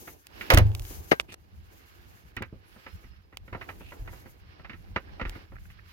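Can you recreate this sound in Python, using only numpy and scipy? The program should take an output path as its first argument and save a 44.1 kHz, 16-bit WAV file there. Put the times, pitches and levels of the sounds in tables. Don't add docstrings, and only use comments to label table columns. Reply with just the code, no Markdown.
import sys
import numpy as np
from scipy import signal
from scipy.fft import rfft, irfft, next_fast_len
from scipy.io import wavfile
from scipy.ndimage import uniform_filter1d

SR = 44100
rng = np.random.default_rng(int(sys.argv[2]) if len(sys.argv) > 2 else 0)


def put_to_file(sound):
    columns = np.atleast_2d(sound).T
    safe = np.clip(columns, -1, 1)
    whole_steps = np.round(safe * 32767)
    wavfile.write(sys.argv[1], SR, whole_steps.astype(np.int16))


N = 261072
SIZE = 16384
BIN_HZ = np.maximum(np.arange(SIZE // 2 + 1) * SR / SIZE, 1)
AGE = np.arange(SIZE) / SR
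LANDING_S = .5358
# (frequency [Hz], relative level [dB per Hz])
TUG_TONE = [(300, -2), (900, -7), (1600, 8), (2500, -1), (3600, -36), (7000, -53)]


def from_db(db):
    return 10 ** (np.asarray(db) / 20)


def rms_one(x):
    return x / np.sqrt(np.mean(x ** 2) + 1e-20)


def at_hz(points, hz):
    f, value = np.transpose(points)
    return np.interp(np.log(hz), np.log(f), value)


def drift(rate_hz):
    knots = np.clip(rng.standard_normal(4096), -2, 2)
    return rms_one(np.interp(np.arange(N) / SR * rate_hz, np.arange(len(knots)), knots))


def add(out, s, sound):
    i = round(s * SR)
    out[..., i:i + sound.shape[-1]] += sound[..., :N - i]


def standing_waves(hz, spacing_hz=55):
    knots = np.clip(rng.standard_normal(1024), -2, 2)
    return np.interp(hz / spacing_hz, np.arange(len(knots)), knots)


def swell(s, length, edge_db=10, squareness=2.5):
    off_centre = abs(2 * (np.arange(N) / SR - s) / length - 1)
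    return from_db(-np.minimum(edge_db * off_centre ** squareness, 150))


def settling(t60_s=2.2, rise_s=.02):
    age = np.arange(N) / SR - LANDING_S
    return np.clip(age / rise_s, 0, 1) * from_db(-60 * np.maximum(age, 0) / t60_s)


def friction(tone, grain_db, flutter_db, pan_db):
    # (frequency [Hz], correlation [-1 to 1])
    likeness = [(60, 0.24), (200, 0.57), (600, -0.32), (1500, -0.59), (3000, -0.1), (8000, -0.16)]
    size = next_fast_len(N)
    hz = np.maximum(np.arange(size // 2 + 1) * SR / size, 1)
    surges_db = grain_db * drift(500) + flutter_db * (drift(45) + drift(12))
    slips = rng.standard_normal((2, N)) * from_db(surges_db)
    colour_db = at_hz(tone, hz) + 2 * standing_waves(hz) * np.minimum(hz / 400, 1)
    mid, side = rfft(slips, size) * from_db(colour_db)
    alike = np.clip(at_hz(likeness, hz), -.98, .98)
    sign = np.array([[1], [-1]])
    both = irfft(np.sqrt(1 + alike) * mid + sign * np.sqrt(1 - alike) * side, size)[:, :N]
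    return rms_one(both * from_db(pan_db * sign / 2))


def upholstery(body_rest_db=-70, rasp_rest_db=-72, hiss_rest_db=-79,
               body_settle_db=-44, rasp_settle_db=-57, grit_db=-7):
    # (time [s], length [s], cushion level [dB], rasp level [dB], hiss level [dB])
    cloth_sweeps = [(-.05, .24, -54.5, -63, -48.5), (0.31, 0.37, -50, -49.5, -56),
                    (0.761, 0.42, -60, -59, -47.5), (1.504, 1, -64, -62.5, -64),
                    (2.532, 0.66, -62.5, -60, -68), (3.483, 0.34, -52, -59.5, -62.5),
                    (3.78, 0.56, -56.5, -60, -58.5), (4.273, 0.96, -62, -61.5, -75.5),
                    (4.947, 0.38, -54.5, -61.5, -85), (5.193, 0.26, -54, -54.5, -64.5),
                    (5.52, 1, -71, -60.5, -65)]
    # (frequency [Hz], relative level [dB per Hz])
    body_tone = [(90, -25.5), (175, -7.5), (300, -1.5), (500, -5.5), (800, -8.5), (1000, -12),
                 (1800, -40.5)]
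    rasp_tone = [(500, -21.5), (1100, 7.5), (2500, 5.5), (3800, -1.5), (5200, -1.5), (7500, -31.5),
                 (11000, -56)]
    hiss_tone = [(4500, -4.5), (6500, 2), (8300, -6), (10000, -0.5), (13000, 4.5), (16000, -1)]
    power = from_db([[body_rest_db], [rasp_rest_db], [hiss_rest_db]]) ** 2 * np.ones(N)
    power[:2] += (from_db([[body_settle_db], [rasp_settle_db]]) * settling()) ** 2
    for s, length, *levels_db in cloth_sweeps:
        movement = swell(s, length, edge_db=10, squareness=2.6)
        power += np.outer(from_db(levels_db), movement) ** 2
    body, rasp, hiss = np.sqrt(power)
    cushions = body * friction(body_tone, grain_db=-1.5, flutter_db=1.2, pan_db=-2.5)
    sleeves = rasp * friction(rasp_tone, grain_db=1.0, flutter_db=1.28, pan_db=-6.0)
    ribs = rasp * from_db(grit_db) * friction(TUG_TONE, grain_db=6, flutter_db=2.5, pan_db=-5)
    pile = hiss * friction(hiss_tone, grain_db=0.2, flutter_db=2.66, pan_db=4.5)
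    return cushions + sleeves + ribs + pile


def rumble(rest_db=-53, settle_db=-36, handling_db=-52, handling_s=2.7, handling_length_s=4.2):
    # (frequency [Hz], relative level [dB per Hz])
    rumble_tone = [(20, -12), (40, -1), (60, 2), (95, 1), (130, -13), (200, -13.5), (350, -62)]
    handling = from_db(handling_db) * swell(handling_s, handling_length_s, edge_db=9, squareness=3)
    shaking = from_db(settle_db) * settling()
    level = np.sqrt(from_db(rest_db) ** 2 + shaking ** 2 + handling ** 2)
    return level * friction(rumble_tone, grain_db=0.4, flutter_db=3.0, pan_db=-2.0)


def causal(db):
    cepstrum = irfft(np.log(from_db(db)))
    cepstrum[1:SIZE // 2] *= 2
    cepstrum[SIZE // 2 + 1:] = 0
    return np.exp(rfft(cepstrum))


def evened(spectrum, width_hz):
    power = uniform_filter1d(abs(spectrum) ** 2, max(3, int(width_hz * SIZE / SR)), axis=-1)
    return spectrum / np.sqrt(power + 1e-18)


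def at_microphones(spectrum, db, lag_ms, shade_db=6.5):
    unit = SR * np.sqrt(.02 / 1000 / 2)
    phase = np.pi * np.tanh(2 * BIN_HZ * lag_ms / 1000) * at_hz([(3000, 1), (6500, .5)], BIN_HZ)
    side = np.array([[.5], [-.5]])
    shade = at_hz([(200, 0.18), (700, 0.29), (2500, 1.0), (9000, .3)], BIN_HZ)
    balance = from_db(-shade_db * shade * np.tanh(20 * lag_ms) * side)
    sound = irfft(unit * spectrum * causal(db) * balance * np.exp(1j * side * phase))
    return np.roll(sound, 16, axis=-1)[:, :SIZE * 3 // 4]


def clatter(t60, rise_s, channels):
    noise, unevenness = rng.standard_normal((2, channels, SIZE))
    burst = noise * from_db(2 * unevenness - 60 * AGE / t60) * (1 - np.exp(-AGE / rise_s))
    return rfft(burst / np.sqrt(np.sum(burst ** 2, axis=-1, keepdims=True)))


def blows(rows, padding_db, hollow_db, lag_ms, t60, soft_t60, direct=0.12, scatter=0.56,
          treble_scatter=1.7, rise_s=0.00089, tail_db=-24, tail_t60=0.072, treble_t60_share=0.47, sub_db=-10):
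    # (frequency [Hz], width [Hz], level [dB])
    frame_modes = [(346, 31, 5), (530, 46, 6), (610, 79, -2), (920, 740, -1), (1333, 60, 1.5),
                   (1568, 14, 4.5), (1947, 210, 5), (2180, 190, 2), (2920, 200, 4), (3420, 1200, -1.5),
                   (3950, 28, 7), (7850, 1200, -17.5)]
    bass_hz, pivot_hz, knee_hz = 284, 616, 2380
    hollow_hz, hollow_width_hz = 610, 190
    out = np.zeros((2, N))
    frame_db = sum(db / (1 + (2 * (BIN_HZ - hz) / width) ** 2) for hz, width, db in frame_modes)
    frame_db = frame_db + 1.3 * standing_waves(BIN_HZ)
    frame_db = frame_db + at_hz([(30, sub_db), (110, 0.0), (175, -2), (280, -2.5), (450, -6.5),
                                 (1400, -2.5), (3200, -5.5), (10000, -2.5)], BIN_HZ)
    frame_db = frame_db + hollow_db / (1 + (2 * (BIN_HZ - hollow_hz) / hollow_width_hz) ** 2)
    treble = BIN_HZ ** 2 / (BIN_HZ ** 2 + 4000 ** 2)
    bass = at_hz([(bass_hz, 1), (pivot_hz, 0)], BIN_HZ)
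    mid_octaves = np.log2(np.clip(BIN_HZ, pivot_hz, knee_hz) / pivot_hz)
    top_octaves = np.log2(np.clip(BIN_HZ, knee_hz, 11000) / knee_hz)
    for s, db, brightness, weight_db in rows:
        length = np.interp(db, [-50, -20], [soft_t60, t60])
        low_rattle = np.sqrt(1 - treble) * clatter(length, rise_s, channels=1)
        high_rattle = np.sqrt(treble) * clatter(length * treble_t60_share, rise_s, channels=1)
        scattered = (scatter + treble_scatter * treble ** 2) * clatter(length, rise_s, channels=2)
        blow = evened(direct + low_rattle + high_rattle + scattered, width_hz=720)
        blow = blow + from_db(tail_db) * (1 - treble) * clatter(tail_t60, rise_s, channels=2)
        colour = db + weight_db * bass + brightness * mid_octaves - padding_db * top_octaves
        add(out, s, at_microphones(blow, colour + frame_db, lag_ms))
    return out


def knocks():
    # (time [s], level [dB], brightness [dB per octave], weight of the bass [dB])
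    muffled_hits = [(.074, -41, -3, -1.5), (.409, -50.5, 8.5, 7.5), (.905, -45.5, -10.5, 6.5),
                    (1.286, -53.5, -6, 8.5), (1.732, -57.5, -15, -2), (2.3665, -44, 5, 9),
                    (2.405, -39, -21, 6), (2.42, -38, 0.5, 3), (2.525, -45.5, -19.5, 10),
                    (2.759, -50, -7, 4.5), (2.863, -43.5, -1, -2), (3.038, -60, 1, 13.5),
                    (3.325, -52, -3, 2), (3.477, -52.5, -1, 8), (3.527, -36.5, -4, -3),
                    (3.547, -30, -8.5, -4.5), (3.611, -41, 0, -7), (3.688, -37.5, -1.5, -8),
                    (3.805, -42.5, -9, -1), (3.919, -41.5, -4.5, -8), (4.074, -42.5, -2.5, -12),
                    (4.129, -45, -5.5, -5), (4.256, -49.5, -4, 7.5), (4.594, -49.5, -5, 2),
                    (4.645, -45.5, -0.5, -14), (4.695, -50.5, 5, 11.5), (4.73, -55.5, 4.5, 13),
                    (4.9598, -25, -2, -2.5), (5.196, -33.5, -4.5, -6.5), (5.212, -35.5, 0, 7.5),
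                    (5.2505, -40.5, 1, 4.5), (5.354, -46.5, -2.5, 8), (5.519, -46.5, -8.5, 0),
                    (5.7, -68, 7, -2)]
    frame_crashes = [(.5013, -17.5, 0.5, -7.5), (.518, -12.5, -9.5, -17.5), (.532, -25, -0.5, 12),
                     (.571, -18.5, -1.5, -1), (.586, -22.5, -11.5, -2)]
    catch_clacks = [(1.1125, -26.5, 1, -16.5), (1.116, -11, -7.5, -12), (1.129, -31.5, -10, -8)]
    muffled = blows(muffled_hits, padding_db=21, hollow_db=0.5, lag_ms=0.14,
                    t60=.07, soft_t60=.11, rise_s=.001, direct=0.1)
    crash = blows(frame_crashes, padding_db=11, hollow_db=5.5, lag_ms=.27,
                  t60=.1, soft_t60=0.32, rise_s=0.00071, direct=.1)
    clack = blows(catch_clacks, padding_db=12, hollow_db=-3.5, lag_ms=-1.1,
                  t60=0.053, soft_t60=0.082, rise_s=0.002, sub_db=-20, direct=.05)
    return muffled + crash + clack


def snaps(low_db=-14, dip_db=-2, lag_ms=.12):
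    # (time [s], level [dB], top of the treble relative to it [dB])
    dry_snaps = [(0.2685, -56.5, -10), (.5025, -44, 0.5), (0.538, -35, -11), (0.5458, -38.5, -2.5),
                 (0.575, -27.5, -16), (0.5851, -40, -4), (0.7498, -46, -11.5), (0.7956, -52, -9),
                 (.668, -60.5, -19.5), (0.717, -56.5, -34), (0.8202, -62.5, -4.5), (0.851, -55.5, -18),
                 (1.1979, -27.5, -34.5), (2.3662, -58.5, -8), (2.4235, -56, -10.5), (3.3709, -44, -20),
                 (5.2951, -48.5, -17)]
    out = np.zeros((2, N))
    for s, db, top_db in dry_snaps:
        colour = db + at_hz([(400, low_db), (1600, -9.5), (2700, -1),
                             (5500, top_db / 2 + dip_db), (11000, top_db)], BIN_HZ)
        click = evened(1 + 2.5 * clatter(t60=.005, rise_s=.0003, channels=1), width_hz=1200)
        spray = from_db(-18) * clatter(t60=.04, rise_s=.001, channels=2)
        add(out, s, at_microphones(click + spray, colour, lag_ms))
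    return out


def strokes(rows, edge_s):
    t = np.arange(N) / SR
    return sum(from_db(db) * np.clip(np.minimum(t - s, s + length - t) / edge_s, 0, 1)
               for s, length, db in rows)


def scrapes():
    # (time [s], length [s], level [dB])
    hardware_rasps = [(.405, .105, -56), (1.28, .06, -50.5), (3.795, 0.129, -54.5)]
    catch_slides = [(1.196, 0.024, -34), (1.316, 0.033, -45.5)]
    cloth_tugs = [(4.735, 0.016, -44.5), (5.07, 0.037, -54), (5.545, 0.034, -53), (5.578, 0.016, -54),
                  (5.645, .021, -52), (5.78, 0.028, -52.5)]
    # (frequency [Hz], relative level [dB per Hz])
    hardware_tone = [(1200, -29.5), (2200, -11), (2550, -2.5), (2950, -10), (6000, -32)]
    catch_tone = [(300, -10.5), (1200, -9.5), (2700, -13.5), (5000, -17), (9000, -19), (16000, -31)]
    hardware = strokes(hardware_rasps, edge_s=.015) * friction(hardware_tone, grain_db=3, flutter_db=1, pan_db=-3)
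    catch = strokes(catch_slides, edge_s=0.0066) * friction(catch_tone, grain_db=4.0, flutter_db=2.5, pan_db=-1)
    tugs = strokes(cloth_tugs, edge_s=0.011) * friction(TUG_TONE, grain_db=4.5, flutter_db=0.3, pan_db=-8.0)
    return hardware + catch + tugs


def ring(force, modes):
    out = 0
    for hz, db, t60 in modes:
        r, w = from_db(-60 / (t60 * SR)), 2 * np.pi * hz / SR
        out = out + from_db(db) * signal.lfilter([0, np.sin(w)], [1, -2 * r * np.cos(w), r * r], force)
    return out


def rebounds(count=4):
    landing_db, landing_contact_s = -10, .0085
    interval_s, loss_db, contact_share = 0.03932, 4, 0.63
    k = np.arange(count)
    contact_s = landing_contact_s * contact_share ** k
    start_s = LANDING_S + interval_s * k - contact_s / 2
    return list(zip(start_s, landing_db - loss_db * k, contact_s))


def boom(pan_db=0.0, lag_s=0.0014):
    # (time [s], level [dB], contact [s])
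    floor_bumps = [(.799, -29, 0.0085), (0.894, -39.5, .0099), (2.369, -43, 0.0015), (2.525, -49, 0.00277),
                   (3.04, -44.5, 0.0091), (3.523, -41.5, 0.0019), (3.99, -28.5, .015), (4.017, -40, 0.0044),
                   (5.217, -27.5, 0.013), (5.258, -23.5, .014), (5.546, -40, 0.011)]
    # (frequency [Hz], level [dB], t60 [s])
    cabin_modes = [(41.04, -1.5, 0.24), (57, 3, 0.075), (81.64, -1, 0.46), (103.9, 3, 0.33),
                   (183, -25.5, 0.54), (226, -38, .2)]
    force, t = np.full(N, 1e-18), np.arange(N) / SR
    for s, db, contact_s in rebounds(count=4) + floor_bumps:
        push = np.sin(np.pi * np.minimum(AGE / contact_s, 1))
        add(force, s, from_db(db) * push / push.sum())
    sound = ring(force, cabin_modes)
    return np.array([np.interp(t - lag_s, t, sound), sound]) * from_db(pan_db * np.array([[.5], [-.5]]))


def panel(pan_db=14.5, low_cut_hz=250):
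    # (time [s], level [dB])
    panel_jolts = [(1.1179, -19), (1.1308, -25.5)]
    # (frequency [Hz], level [dB], t60 [s])
    panel_modes = [(327, 6, 0.012), (437, 0.5, 0.038), (565, 5.5, 0.016)]
    force = np.full(N, 1e-18)
    for s, db in panel_jolts:
        add(force, s, from_db([db]))
    low_cut = signal.butter(2, low_cut_hz, "high", fs=SR, output="sos")
    clunk = signal.sosfilt(low_cut, ring(force, panel_modes))
    return clunk * from_db(pan_db * np.array([[.5], [-.5]]))


def squeak():
    # (time [s], length [s], starting pitch [Hz], final pitch [Hz], level [dB])
    seat_squeaks = [(2.65, .19, 10100, 7500, -74), (2.83, .16, 4700, 5700, -72),
                    (3.01, .09, 5900, 4700, -76), (3.11, .07, 5200, 5400, -76),
                    (3.23, .04, 5300, 4900, -75)]
    out, t = 0, np.arange(N) / SR
    waver = 1 + .016 * drift(600) + .016 * drift(35)
    for s, length, start_hz, final_hz, db in seat_squeaks:
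        hz = start_hz + (final_hz - start_hz) * np.clip((t - s) / length, 0, 1) ** 1.5
        tone = np.exp(2j * np.pi * np.cumsum(hz * waver) / SR)
        out = out + from_db(db) * swell(s, length, edge_db=13, squareness=5) * tone
    grip = from_db(3 * drift(25))
    return grip * np.sqrt(2) * np.array([out.imag, out.real])


def scene():
    return upholstery() + rumble() + knocks() + snaps() + scrapes() + boom() + panel() + squeak()


def record(dry, low_cut_hz=32, top_cut_hz=15950):
    heard = signal.sosfilt(signal.butter(3, low_cut_hz, "high", fs=SR, output="sos"), dry)
    top_cut = signal.ellip(10, .1, 80, top_cut_hz, fs=SR, output="sos")
    return signal.sosfilt(top_cut, np.clip(heard, -1, 1))


dry = scene()
out = record(dry)
put_to_file(out)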